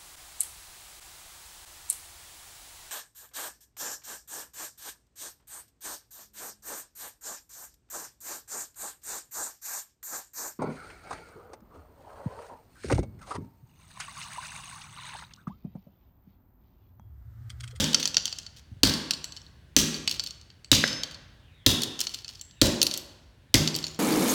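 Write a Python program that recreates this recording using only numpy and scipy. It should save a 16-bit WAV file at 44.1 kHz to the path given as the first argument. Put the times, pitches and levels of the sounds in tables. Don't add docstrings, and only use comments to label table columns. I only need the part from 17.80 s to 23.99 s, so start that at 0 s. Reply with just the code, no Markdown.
import sys
import numpy as np
from scipy import signal
from scipy.fft import rfft, irfft, next_fast_len
from scipy.io import wavfile
from scipy.ndimage import uniform_filter1d, minimum_filter1d

SR = 44100
rng = np.random.default_rng(int(sys.argv[2]) if len(sys.argv) > 2 else 0)


def unload_audio(sound):
    columns = np.transpose(np.atleast_2d(sound))
    steps = np.round(np.clip(columns, -1, 1) * 32767)
    wavfile.write(sys.argv[1], SR, steps.astype(np.int16))


N = 272979

# (frequency [Hz], relative level [dB])
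OUTDOOR_SPECTRUM = [(12, -54), (20, -38), (51, -3), (71, 0), (140, -7.5), (166, -13.5), (387, -24.5),
                    (1300, -34.5), (1540, -28), (1990, -30.5), (2430, -33.5), (4390, -32.5), (4910, -34),
                    (17000, -55)]
# (frequency [Hz], relative level [dB], t60 [s])
ROOM_MODES = [(55, -5.5, .35), (85, -8.5, 0.61), (122, -2.5, 0.19), (157.4, 2, 1), (236.8, -5.5, 0.9),
              (274, -17.5, 0.41), (368, -5.5, 0.92), (534, -4.5, 0.27)]
# (frequency [Hz], gain [dB])
TAIL_SPECTRUM = [(40, 1), (120, 8), (300, 0), (700, -1), (1500, -5.5), (4000, -7), (8000, -6), (16000, -5)]
# (frequency [Hz], t60 [s])
TAIL_DECAY = [(60, 0.21), (160, 0.72), (400, 0.93), (1100, 1.404), (2000, 1.07), (4000, 0.83), (8000, 0.65),
              (15000, 0.42)]
# (delay [s], gain [dB])
REFLECTIONS = [(.0088, -47.5), (.0183, -40.5), (0.0296, -25), (0.039, -23.5)]
# (time [s], length [s], level [dB], starting lag of its reflection [s])
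SLEEVE_SWINGS = [(3.494, 0.96, -63.5, 0.00022), (4.607, 0.54, -62, 0.00064), (5.578, 0.41, -71, 0.00015)]
# (time [s], level [dB])
KNEE_BUMPS = [(0.914, -34.5), (0.966, -38.5)]
# (frequency [Hz], gain [dB])
CRACK_SPECTRUM = [(150, -16), (700, -15.5), (1500, -14), (2300, -8.5), (3200, 0), (4500, -0.5),
                  (6200, -1.5), (8000, -8), (10500, -12.5), (15000, -13), (18000, -24.5)]
# (frequency [Hz], relative level [dB], t60 [s])
SHELL_MODES = [(1376, -20.5, 0.056), (2680, -18, 0.069), (3035, -6, .035), (3150, -13, .03),
               (4230, -8, .03), (4480, -2.5, 0.045), (4580, -5, 0.0094), (5550, 6, 0.0092),
               (6395, -6, 0.027), (6200, -11, .018), (7200, -17, .025), (7320, -1.5, 0.022),
               (7900, -3.5, 0.013), (8860, 3, 0.0074), (11500, -12.5, 0.029)]
# (frequency [Hz], relative level [dB], t60 [s])
CHASSIS_MODES = [(2870, -8.5, .25), (4450, -2, 0.25), (4680, -3, .22), (5370, 1.5, .18), (5860, -5, 0.22)]
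# (frequency [Hz], relative level [dB], t60 [s])
FLIGHT_MODES = [(5207, 0, 1.1), (6222, -5, .8)]
# (time [s], frequency [Hz], level [dB], t60 [s])
SHIMMERS = [(-0.03, 3280, -23.5, 0.42), (1.443, 7700, -43.5, 0.4), (1.975, 6470, -34.5, 0.53),
            (2.8455, 7850, -58, 0.22), (3.875, 3560, -18, 0.85), (4.61, 7560, -43, 0.45),
            (5.744, 2060, -20.5, 0.087), (6.04, 7000, -38, 0.46)]
# (time [s], level [dB], ring [Hz], treble [dB])
CAR_LANDINGS = [(.0412, -21.5, 3140, -8.5), (.1316, -27.5, 4240, -6.5), (.145, -11.5, 5220, -12),
                (0.2281, -24, 6080, -20.5), (0.2552, -19, 5910, -11.5), (.275, -24, 4540, -2),
                (.344, -26, 5110, -14.5), (0.3683, -12.5, 5330, -15), (.455, -22.5, 6040, -3.5),
                (0.4783, -29.5, 4620, -18), (0.5264, -28.5, 4540, -14.5), (0.586, -32, 5380, -8.5),
                (0.6645, -37, 4500, -15.5), (1.1377, -24.5, 4510, -4), (1.3081, -18, 4590, -7.5),
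                (1.335, -27.5, 4410, -9.5), (1.4422, -29.5, 4450, -4.5), (1.565, -40, 4660, -11),
                (2.2761, -18, 4350, -13.5), (2.312, -24, 4290, -1), (2.3953, -22.5, 4700, -12.5),
                (2.4377, -33, 4580, 0.5), (2.4717, -33, 4740, -4.5), (2.613, -48, 4550, -9.5),
                (2.7017, -48.5, 4520, -21), (2.8453, -42.5, 4540, -9), (3.234, -24, 4480, -9.5),
                (3.3447, -39, 4690, -12.5), (4.0192, -24, 4520, 2), (4.034, -22.5, 3700, 4),
                (4.2043, -23.5, 5400, 5), (4.2125, -22.5, 5290, 0), (4.269, -25, 4430, -16),
                (4.344, -29, 4320, -5), (4.4455, -35.5, 4420, -16.5), (4.48, -36, 5220, -11.5),
                (4.612, -36, 7530, 2), (4.7102, -50.5, 4280, -16), (5.016, -14, 5120, -4.5),
                (5.0286, -15, 4260, 4), (5.0669, -18.5, 4510, 0.5), (5.1388, -26, 3640, 3),
                (5.1747, -29, 7560, 10), (5.875, -19.5, 4510, -8), (5.951, -24.5, 4600, -5),
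                (5.9625, -26.5, 4090, 3), (6.0407, -24.5, 4280, -12), (6.067, -30.5, 4450, -6)]
# (time [s], length [s], first tick [dB], chatter [dB])
CAR_TUMBLES = [(.198, 0.088, -39, -37.5), (0.423, 0.24, -41, -60), (.764, .04, -59.5, -54),
               (1.522, .17, -39.5, -66.5), (2.143, .04, -27.5, -44.5), (2.294, 0.074, -29.5, -41),
               (2.402, 0.14, -34.5, -59), (3.077, .06, -22.5, -46), (3.311, .03, -39, -56.5),
               (4.191, 0.06, -31, -41), (4.293, 0.13, -35, -51), (4.49, .11, -36, -53.5),
               (5.112, 0.091, -26.5, -42), (5.943, .22, -31, -51)]
# (frequency [Hz], relative level [dB], t60 [s])
HAMMER_MODES = [(565, -9.5, 0.011), (1670, 2, 0.0077), (1910, 0.5, 0.0072), (4000, -9, .012)]
# (time [s], knock [dB], ring [dB], time in the air [s])
GLANCING_HITS = [(3.0395, -15.5, -31, 0.18)]
# (frequency [Hz], relative level [dB], decay time [s])
SLAB_MODES = [(56, -12, .07), (92, 0.5, 0.037)]
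# (time [s], crack [dB], ring [Hz], handle [dB], treble [dB],
# delay until the shell bottoms out [s], second crack [dB], thump [dB], hollow body [dB])
HAMMER_BLOWS = [(-0.035, -10, 3200, -27.5, -1.5, 0.0044, -13, -17, -29),
                (1.0328, -8.5, 4450, -23.5, -2, 0.0039, -13, -17, -29),
                (1.9649, -6.5, 6010, -24.5, 0, .004, -22.5, -18, -30),
                (2.9162, -4.5, 3890, -47, -5, .013, -17, -18, -29),
                (3.8631, -9.5, 3630, -50.5, 0, 0.0028, -12, -16.5, -31),
                (4.8150, -10.5, 4000, -31.5, -1, .0033, -13.5, -13, -21),
                (5.7417, -9, 4930, -34.5, -2, 0.0041, -16, -14.5, -27)]

LEAD_S = .1
HIT_SIZE = 2048


def undb(db):
    return 10 ** (np.asarray(db) / 20)


def fade(t, t60):
    return np.exp(-np.log(1000) * t / max(t60, 1e-4))


def along(hz, points):
    f, value = np.transpose(points)
    return np.interp(np.log(np.maximum(hz, 1)), np.log(f), value)


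def colour(x, db_at):
    n = 2 * next_fast_len(len(x))
    cepstrum = irfft(np.log(undb(db_at(np.arange(n // 2 + 1) * SR / n))))
    cepstrum[1:n // 2] *= 2
    cepstrum[n // 2 + 1:] = 0
    return irfft(rfft(x, n) * np.exp(rfft(cepstrum)))[:len(x)]


def at_level(x, db):
    return x * undb(db) / np.sqrt(np.sum(x ** 2) / (.005 * SR))


def add(track, s, x):
    i = max(int((s + LEAD_S) * SR), 0)
    track[i:i + len(x)] += x[:max(len(track) - i, 0)]


def ring(modes, seconds):
    t = np.arange(int(seconds * SR)) / SR
    return sum(undb(db) * np.sin(2 * np.pi * hz * t) * fade(t, t60) for hz, db, t60 in modes)


def burst(t, t60, spectrum):
    return colour(rng.standard_normal(len(t)) * fade(t, t60), lambda f: along(f, spectrum))


def outdoor_air(level_db=-55.5, swell_db=1.4):
    treble_dip = [(3500, -1.5), (5000, -8), (10000, -2.5), (16000, 1)]
    air = colour(rng.standard_normal(N), lambda f: along(f, OUTDOOR_SPECTRUM) + along(f, treble_dip))
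    swell = np.interp(np.arange(N), np.linspace(0, N, num=20), rng.standard_normal(20))
    return air / np.std(air) * undb(level_db + swell_db * swell)


def garage(x, wet_db):
    t = np.arange(int(1.5 * SR)) / SR
    f = np.arange(len(t) // 2 + 1) * SR / len(t)
    noise = rfft(rng.standard_normal(len(t))) * undb(along(f, TAIL_SPECTRUM))
    centres_hz, t60s = np.transpose(TAIL_DECAY)
    tail = 0
    for share, t60 in zip(np.eye(len(t60s)), t60s):
        band = irfft(noise * along(f, np.c_[centres_hz, share]), len(t))
        tail += band * (fade(t, t60) + .78 * fade(t, .55 * t60))
    build_up = 1 - fade(t, .017)
    response = tail * build_up * undb(wet_db) / np.sqrt(.1 * SR)
    for delay, db in REFLECTIONS:
        response[int(delay * SR)] += undb(db)
    return signal.fftconvolve(x, response)[:len(x)]


def sleeve_and_knee(size, lag_growth_s_per_s=.0016):
    out = np.zeros(size)
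    cloth_spectrum = [(500, -15), (1700, 32.5), (3800, 38.5), (6000, -68.5), (12000, -44.5)]
    bump_spectrum = [(40, -24.5), (90, 3), (250, -17), (700, -47.5), (3000, -65)]
    for s, length, db, lag_s in SLEEVE_SWINGS:
        i = np.arange(int(length * SR))
        cloth = colour(rng.standard_normal(len(i)), lambda f: along(f, cloth_spectrum))
        lag = SR * lag_s + lag_growth_s_per_s * i
        for _ in range(2):
            cloth = cloth - np.interp(i - lag, i, cloth)
        add(out, s, undb(db) * cloth / np.std(cloth) * np.sqrt(np.hanning(len(i))))
    t = np.arange(4 * HIT_SIZE) / SR
    for s, db in KNEE_BUMPS:
        add(out, s, at_level(burst(t, .1, bump_spectrum), db))
    return out


def contact(db, ring_hz, treble_db, knock_db, crack_t60, shell_db, focus_db, low_db):
    t = np.arange(HIT_SIZE) / SR
    crack = burst(t, crack_t60, CRACK_SPECTRUM)
    shell = 0
    for hz, mode_db, t60 in SHELL_MODES:
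        loud, detune, phase = rng.standard_normal(3)
        cycles = hz * (1 + .024 * detune) * t + phase
        shell += undb(mode_db + 3.6 * loud) * np.sin(2 * np.pi * cycles) * fade(t, t60)
    build_up = 1 - fade(t, .0035)
    hit = (at_level(crack, 0) + at_level(shell, shell_db)) * build_up
    tilt = [(600, knock_db + low_db), (1800, knock_db - 3.5), (3000, .0049), (6000, .015),
            (11000, treble_db)]
    width_hz = .12 * ring_hz
    hit = colour(hit, lambda f: along(f, tilt) + focus_db * np.exp(-((f - ring_hz) / width_hz) ** 2))
    return at_level(hit, db)


def tumbles(size, tick_gap_s=.049, tick_hz=4600, settle_db=9):
    out, t = np.zeros(size), np.arange(8 * HIT_SIZE) / SR
    chatter_tilt = [(1000, -2.5), (3500, -4), (7000, -6.5), (12000, -9.5)]
    for s, length, tick_db, chatter_db in CAR_TUMBLES:
        age = 0
        for gap, loud, pitch in rng.standard_normal((7, 3)):
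            db = tick_db - settle_db * age / length + 2.5 * loud
            tick = contact(db, tick_hz * np.exp(.09 * pitch), treble_db=-9.5, knock_db=-6.5,
                           crack_t60=.0054, shell_db=-1, focus_db=8, low_db=-.5)
            add(out, s + age, (age < length) * tick)
            age += tick_gap_s * np.exp(.17 * gap)
        chatter = rng.standard_normal(len(t)) ** 3 * (rng.random(len(t)) < .3)
        chatter *= (t < length) * undb(-settle_db * t / length)
        chatter = colour(chatter, lambda f: along(f, CRACK_SPECTRUM) + along(f, chatter_tilt))
        rms = np.sqrt(np.sum(chatter ** 2) / (length * SR) + 1e-18)
        add(out, s, undb(chatter_db) * chatter / rms)
    return out


def landing(db, hz, treble_db, slap_db=-14.5):
    out = np.zeros(2 * HIT_SIZE)
    knock_db = -1.5 - .4 * treble_db
    tone = (hz, treble_db, knock_db)
    lag = int(rng.uniform(.0034, .0134) * SR)
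    corner = contact(db, *tone, crack_t60=.014, shell_db=-2.5, focus_db=6.5, low_db=-5)
    wheels = contact(db + slap_db, *tone, crack_t60=.01, shell_db=-2, focus_db=1.5, low_db=1)
    out[:HIT_SIZE] += corner
    out[lag:lag + HIT_SIZE] += wheels
    return out


def toy_car(size, shimmer_width_hz=110, chassis_db=-70.5):
    out, t = tumbles(size), np.arange(8 * HIT_SIZE) / SR
    for s, db, hz, treble_db in CAR_LANDINGS:
        add(out, s, landing(db, hz, treble_db))
    for s, hz, db, t60 in SHIMMERS:
        noise = rng.standard_normal(len(t)) * fade(t, t60)
        shimmer = colour(noise, lambda f: np.maximum(-((f - hz) / shimmer_width_hz) ** 2, -60))
        add(out, s, at_level(shimmer, db))
    chassis = signal.oaconvolve(out, ring(CHASSIS_MODES, seconds=.3))[:size]
    return out + undb(chassis_db) * chassis


def glancing_hit(size):
    out, t = np.zeros(size), np.arange(SR) / SR
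    for s, knock_db, ring_db, flight_s in GLANCING_HITS:
        knock = ring(HAMMER_MODES, seconds=1) * (1 - fade(t, .01))
        choke = fade(np.maximum(t - flight_s, 0), .034)
        add(out, s, at_level(knock, knock_db))
        add(out, s, undb(ring_db) * ring(FLIGHT_MODES, seconds=1) * choke)
    return out


def hammer_thumps(size, start_hz=229, rise_hz_per_s=11.2, body_hz=530, lag_s=.0025):
    out, t = np.zeros(size), np.arange(2 * HIT_SIZE) / SR
    low_cut = signal.butter(2, 42, "highpass", fs=SR, output="sos")
    shudder_spectrum = [(30, -8), (60, -2.5), (150, .5), (250, 1.5), (350, 2), (420, -11.5),
                        (800, -30.5), (3000, -58.5)]
    heave = t * sum(undb(db) * np.sin(2 * np.pi * hz * t) * fade(t, t60) for hz, db, t60 in SLAB_MODES)
    body = np.sin(2 * np.pi * body_hz * t) * t * fade(t, .016)
    for s, *_, thump_db, body_db in HAMMER_BLOWS:
        hz = start_hz + rise_hz_per_s * s
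        push = np.sin(2 * np.pi * hz * t) * t ** 2 * fade(t, .0097)
        shudder = burst(t, .13, shudder_spectrum)
        low = signal.sosfilt(low_cut, at_level(push, 0) + at_level(heave, -6) + at_level(shudder, -9))
        add(out, s + lag_s, at_level(low, thump_db) + at_level(body, body_db))
    return out


def hammer_cracks(size, splinter_db=-13):
    out = np.zeros(size)
    for s, db, hz, handle_db, treble_db, delay, second_db, *_ in HAMMER_BLOWS:
        first = contact(db, hz, treble_db, knock_db=0,
                        crack_t60=.0097, shell_db=-14, focus_db=4.5, low_db=1.5)
        second = contact(second_db, hz, treble_db, knock_db=13,
                         crack_t60=.0096, shell_db=-25, focus_db=4.5, low_db=-3)
        add(out, s, first)
        add(out, s + delay, second)
        add(out, s + delay, at_level(ring(HAMMER_MODES, seconds=.04), handle_db))
        for late, soft in rng.random((4, 2)):
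            splinter = contact(db + splinter_db - 6 * soft, hz, treble_db, knock_db=0,
                               crack_t60=.015, shell_db=-9.5, focus_db=.5, low_db=-6.5)
            add(out, s + .01 + .055 * late ** 2, splinter)
    return out


def scene():
    lead = int(LEAD_S * SR)
    size = N + lead
    thumps, car, glance = hammer_thumps(size), toy_car(size), glancing_hit(size)
    boom = signal.fftconvolve(thumps, undb(-56.5) * ring(ROOM_MODES, seconds=.87))[:size]
    walls = sum(garage(hammer_cracks(size) + undb(.16) * thumps, wet_db=-5.5) for _ in range(3))
    room = walls + boom + garage(car + glance, wet_db=-7.5)
    direct = undb(-2.5) * hammer_cracks(size) + thumps + car + glance + sleeve_and_knee(size)
    return ((direct + room)[lead:] + outdoor_air())[None]


def record(dry):
    ceiling, window_samples, top_hz = 1.05, 65, 17900
    gain = np.minimum(1, ceiling / (np.abs(dry) + 1e-9))
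    gain = uniform_filter1d(minimum_filter1d(gain, window_samples), window_samples)
    high_cut = signal.ellip(8, .2, 70, top_hz, fs=SR, output="sos")
    return signal.sosfilt(high_cut, dry * gain)


dry = scene()
out = record(dry)
unload_audio(out)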